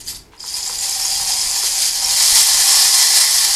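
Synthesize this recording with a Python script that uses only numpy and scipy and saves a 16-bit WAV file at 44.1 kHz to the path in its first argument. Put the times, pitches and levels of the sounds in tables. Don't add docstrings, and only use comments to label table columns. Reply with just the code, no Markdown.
import sys
import numpy as np
from scipy import signal
from scipy.fft import rfft, irfft
from scipy.io import wavfile

SR = 44100
rng = np.random.default_rng(int(sys.argv[2]) if len(sys.argv) > 2 else 0)


def transcribe(signal):
    frames = np.atleast_2d(signal).T
    limited = np.clip(frames, -1, 1)
    pcm = np.round(limited * 32767).astype(np.int16)
    wavfile.write(sys.argv[1], SR, pcm)


def voltage_ratio(decibels):
    exponent = np.asarray(decibels, float) / 20
    return 10 ** exponent


N = 156555
TIME_S = np.arange(N) / SR


def rms_one(x):
    return x / np.sqrt(np.mean(x ** 2) + 1e-20)


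def at_hz(points, hz):
    table_hz, table_db = np.array(points).T
    return np.interp(np.log(hz), np.log(table_hz), table_db)


def drift(rate_hz):
    r = np.exp(-40 * np.pi * rate_hz / SR)
    noise = rng.standard_normal(N // 20 + 2002)
    slow = signal.lfilter([1], [1, -2 * r, r * r], noise)[2000:]
    return np.interp(np.arange(N) / 20, np.arange(len(slow)), rms_one(slow))


def coloured(spectrum):
    hz = np.maximum(np.fft.rfftfreq(N, 1 / SR), 1)
    shape = voltage_ratio(at_hz(spectrum, hz)) * (hz > 15)
    return rms_one(irfft(rfft(rng.standard_normal(N)) * shape, N))


def ring(clicks, hz, t60_s):
    r, w = voltage_ratio(-60 / (t60_s * SR)), 2 * np.pi * min(hz, .45 * SR) / SR
    return signal.lfilter([0, np.sin(w)], [1, -2 * r * np.cos(w), r * r], clicks + 1e-18)


def even_ring(clicks, hz, width_hz):
    r, w = np.exp(-np.pi * width_hz / SR), 2 * np.pi * min(hz, .45 * SR) / SR
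    stage = [(1 - r * r) / 2, 0, -(1 - r * r) / 2, 1, -2 * r * np.cos(w), r * r]
    return signal.sosfilt([stage, stage], clicks + 1e-18)


def strikes(rows, extra_db):
    s, db = np.transpose(rows)
    out = np.zeros(N)
    out[(s * SR).astype(int)] = voltage_ratio(db + extra_db)
    return out


def grains(mean_rate, clump, spread_db):
    mean_rate = np.clip(mean_rate, 150, SR / 2)
    size_db = spread_db * np.minimum(rng.exponential(1, N), 4)
    sizes = rms_one(voltage_ratio(size_db) * rng.choice([-1, 1], N))
    lands = rng.random(N) < mean_rate * clump / SR
    return lands * sizes * np.sqrt(SR / mean_rate)


# frequency in Hz, density in dB per Hz.
RUMBLE_SPECTRUM = [(11, -33), (18, -3), (45, 0), (76, -7), (232, -14), (300, -18.5), (390, -71),
                   (660, -120)]
# frequency in Hz, density in dB per Hz.
HISS_SPECTRUM = [(180, -47), (300, -3.5), (439, -3), (517, -13.5), (953, -9.5), (1220, -16), (2740, -18),
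                 (2980, -22), (15500, -34)]


def room_floor():
    rumble = voltage_ratio(-48 + 2.5 * drift(4)) * coloured(RUMBLE_SPECTRUM)
    return rumble + voltage_ratio(-52) * coloured(HISS_SPECTRUM)


def room_echo(x):
    t60_s, treble_t60_s, treble_hz, delay_s = .3, .25, 8700, .003
    t = np.arange(SR // 2) / SR
    lowpass = signal.butter(2, treble_hz, fs=SR, output="sos")
    out = 0
    for k in range(10):
        noise = rng.standard_normal(len(t)) * np.clip(t / delay_s - 1, 0, 1)
        low = signal.sosfilt(lowpass, noise)
        tail = low * voltage_ratio(-60 * t / t60_s) + (noise - low) * voltage_ratio(-60 * t / treble_t60_s)
        tail = tail / np.sqrt(np.sum(tail ** 2))
        share = np.cos(np.pi / 2 * np.clip(np.arange(N) / N * 9 - k, -1, 1))
        out = out + signal.fftconvolve(x * share, tail)[:N]
    return out


def knock_burst():
    start_s, length_s = .34, .02
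    swell = np.exp(-((TIME_S - start_s) / length_s) ** 2)
    return voltage_ratio(-40) * even_ring(swell * rng.standard_normal(N), 1500, 3400)


def carton_thump():
    return ring(strikes([(2.325, -24.5)], 0), 60, .054)


# start in seconds, peak in dB, own pitch in Hz.
HAND_KNOCKS = [
    (.13, -36.5, 760),
    (.335, -43.5, 910),
    (.408, -56, 800),
    (.44, -34, 470),
    (.696, -25, 490),
    (1.001, -32.5, 800),
    (1.053, -30, 800),
    (1.199, -31, 776),
    (1.632, -25, 382),
    (2.024, -32.5, 770),
]
# frequency in Hz, level in dB, width in Hz.
CARTON_MODES = [
    (470, -19, 73),
    (704, 0.5, 270),
    (994, 15.5, 250),
    (1232, 10.5, 430),
]


def carton_knocks():
    knock_db, own_pitch_db, scatter_db = 23, 12, 2.6
    times = [row[:2] for row in HAND_KNOCKS]
    out = np.zeros(N)
    for hz, db, width_hz in CARTON_MODES:
        uneven = voltage_ratio(rng.normal(0, scatter_db, N))
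        out += even_ring(strikes(times, knock_db + db) * uneven, hz, width_hz)
    for s, db, hz in HAND_KNOCKS:
        out += even_ring(strikes([(s, db)], knock_db + own_pitch_db), hz, 80)
    return out


# start in seconds, peak in dB, ring in Hz.
HARD_LANDINGS = [(0.0644, -22, 6270), (0.0827, -12, 4600), (0.1474, -25, 4600), (0.1574, -24, 4570),
                 (0.378, -31, 4830), (0.4045, -17, 4880), (0.4294, -17, 4820), (0.4786, -12.5, 5060),
                 (0.4874, -13, 4900), (0.5074, -15, 4670), (0.541, -9.5, 4840), (0.5524, -17, 5140),
                 (0.5634, -18, 4700), (0.629, -10, 4880), (0.6749, -9, 7370), (0.7264, -11, 4700),
                 (0.7657, -18, 4960), (0.7844, -10, 7140), (0.8101, -8, 6900), (0.8924, -10, 7500),
                 (0.9263, -8, 5000), (1.012, -9, 5080), (1.0244, -9, 5310), (1.0514, -6, 6600),
                 (1.0834, -17, 4910), (1.1164, -4.5, 4780), (1.1394, -11, 5000), (1.3194, -7, 4810),
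                 (1.6594, -10, 5800), (2.0453, -1.5, 5370)]


def hard_beads():
    bounce_s, bounce_loss_db, hard_db, click_db = .0045, 4, 29, -34
    width_hz, partner = 230, 1.035
    bounce = np.arange(3)
    out = np.zeros(N)
    for s, db, hz in HARD_LANDINGS:
        gaps = rng.uniform(.6, 1.0, 3)
        push = np.zeros(SR // 20)
        push[(bounce_s * SR * bounce * gaps).astype(int)] = voltage_ratio(db + hard_db - bounce_loss_db * bounce)
        wall = even_ring(push, hz, width_hz) + even_ring(push, hz * partner, width_hz)
        click = voltage_ratio(click_db) * even_ring(push, 8000, 9000)
        i = int(s * SR)
        out[i:i + len(push)] += wall + click
    return out


# time in seconds, flow level in dB,
# free ticks against wall hits in dB, carton ring left by the grip in dB.
LAST_FALL = [
    (0.0, -24.5, -5.5, -3),
    (0.042, -47, 5, -2),
    (0.092, -22, 1.5, -9),
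    (0.144, -44, 1, 0),
    (0.15, -35, 7.5, -5),
    (0.176, -44, 7, 6),
    (0.18, -87, -12, 0),
    (0.37, -51, -2, -6),
]
# time in seconds, flow level in dB,
# free ticks against wall hits in dB, carton ring left by the grip in dB.
POUR_FLOW = [(0.37, -59, -4, -9), (0.4, -32, -6, -0.5), (0.57, -27, 3, 0), (0.59, -26.5, -1, 1.5),
             (0.82, -23.5, 0.5, 2.5), (1.64, -18, -1, 4), (1.66, -15.5, 0, -5), (1.74, -20, 0.5, 1),
             (1.88, -18, 2, -4.5), (1.92, -24.5, 0.5, 3), (2.06, -16, -1.5, 3.5), (2.35, -11.5, 4, -2.5),
             (2.72, -13.5, 3, 3), (2.74, -11.5, 2, 2), (3.55, -14.5, 2.5, 0.5)]


def bead_flow():
    s, *controls = np.transpose(LAST_FALL + POUR_FLOW)
    flow_db, free_db, grip_db = [np.interp(TIME_S, s, c) for c in controls]
    flow_db = flow_db + 1 * drift(8)
    more = voltage_ratio(.6 * (flow_db + 18.5))
    clump = voltage_ratio(1.8 * drift(50))
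    free_ticks = grains(12000 * more, clump, 3) * voltage_ratio(free_db + flow_db)
    wall_hits = grains(1500 * more, clump, 1) * voltage_ratio(flow_db)
    return wall_hits, free_ticks, grip_db


def turned_over():
    turn_s, turn_length_s = 2.2, .25
    return np.clip((TIME_S - turn_s) / turn_length_s + .5, 0, 1)


def shaken_cap(wall_hits):
    shaken = wall_hits * (TIME_S > .08) * (TIME_S < .3)
    return voltage_ratio(8) * even_ring(shaken, 11600, 675)


# frequency in Hz, density in dB per Hz.
TICK_COLOUR_BEFORE = [(150, -55), (250, -86), (526, -10.5), (782, -20), (1250, -14.5), (2670, -7),
                      (4800, 1), (11200, 1.5), (15500, -22)]
# frequency in Hz, density in dB per Hz.
TICK_COLOUR_AFTER = [(150, -65), (250, -39.5), (769, -12.5), (1510, -15), (1990, -26), (2710, -10.5),
                     (5050, 0.5), (11200, -2), (15500, -20.5)]


def bare_ticks(free_ticks, turned):
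    tick_q = 6.06
    dealt = rng.integers(0, 12, N)
    out = 0
    for k, hz in enumerate(np.geomspace(300, 15000, num=36)):
        before_db, after_db = at_hz(TICK_COLOUR_BEFORE, hz), at_hz(TICK_COLOUR_AFTER, hz)
        colour_db = before_db * (1 - turned) + after_db * turned
        out = out + even_ring(free_ticks * (dealt == k % 12) * voltage_ratio(colour_db), hz, hz / tick_q)
    return voltage_ratio(10.5) * out


# frequency in Hz, width in Hz,
# level in dB before the turn, level in dB after it.
TUBE_MODES = [(385, 50, -28, -22), (790, 71, -3, -9), (960, 180, -10, -12), (1090, 30, -35, -8),
              (1750, 113, -10, -6), (2002, 186, -9.5, -4), (2370, 150, -11, -9.5), (3233, 140, -4.5, -6.5),
              (4246, 295, -3, -0.5), (4780, 323, 5, 1.5), (5240, 405, 2, 2), (6340, 740, -2.5, -15),
              (7043, 880, 0, -7), (11770, 100, -33, -17)]


def tube_ring(wall_hits, grip_db, turned):
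    scatter_db, patch_db, patch_hz, carton_top_hz = 4, 1, 7.6, 1400
    out = 0
    for hz, width_hz, before_db, after_db in TUBE_MODES:
        own = voltage_ratio(scatter_db * rng.standard_normal(N)) * rng.choice([-1, 1], N)
        level_db = before_db + (after_db - before_db) * turned + patch_db * drift(patch_hz)
        level_db = level_db + grip_db * (hz < carton_top_hz)
        out = out + even_ring(wall_hits * own * voltage_ratio(level_db), hz, 1.4 * width_hz)
    return voltage_ratio(2) * out


def beads():
    wall_hits, free_ticks, grip_db = bead_flow()
    turned = turned_over()
    flow = tube_ring(wall_hits, grip_db, turned) + bare_ticks(free_ticks, turned)
    return flow + shaken_cap(wall_hits) + hard_beads()


def scene():
    toy = beads() + carton_thump() + carton_knocks() + knock_burst()
    mic_top = signal.butter(3, 12740, fs=SR, output="sos")
    heard = signal.sosfilt(mic_top, toy + voltage_ratio(-5) * room_echo(toy))
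    return (heard + room_floor())[None]


def roll_off(x):
    return signal.sosfilt(signal.butter(12, 15690, fs=SR, output="sos"), x)


def record(dry):
    clip, knee = .92, 4
    rounded = dry / (1 + np.abs(dry / clip) ** knee) ** (1 / knee)
    return roll_off(rounded)


dry = scene()
out = record(dry)
transcribe(out)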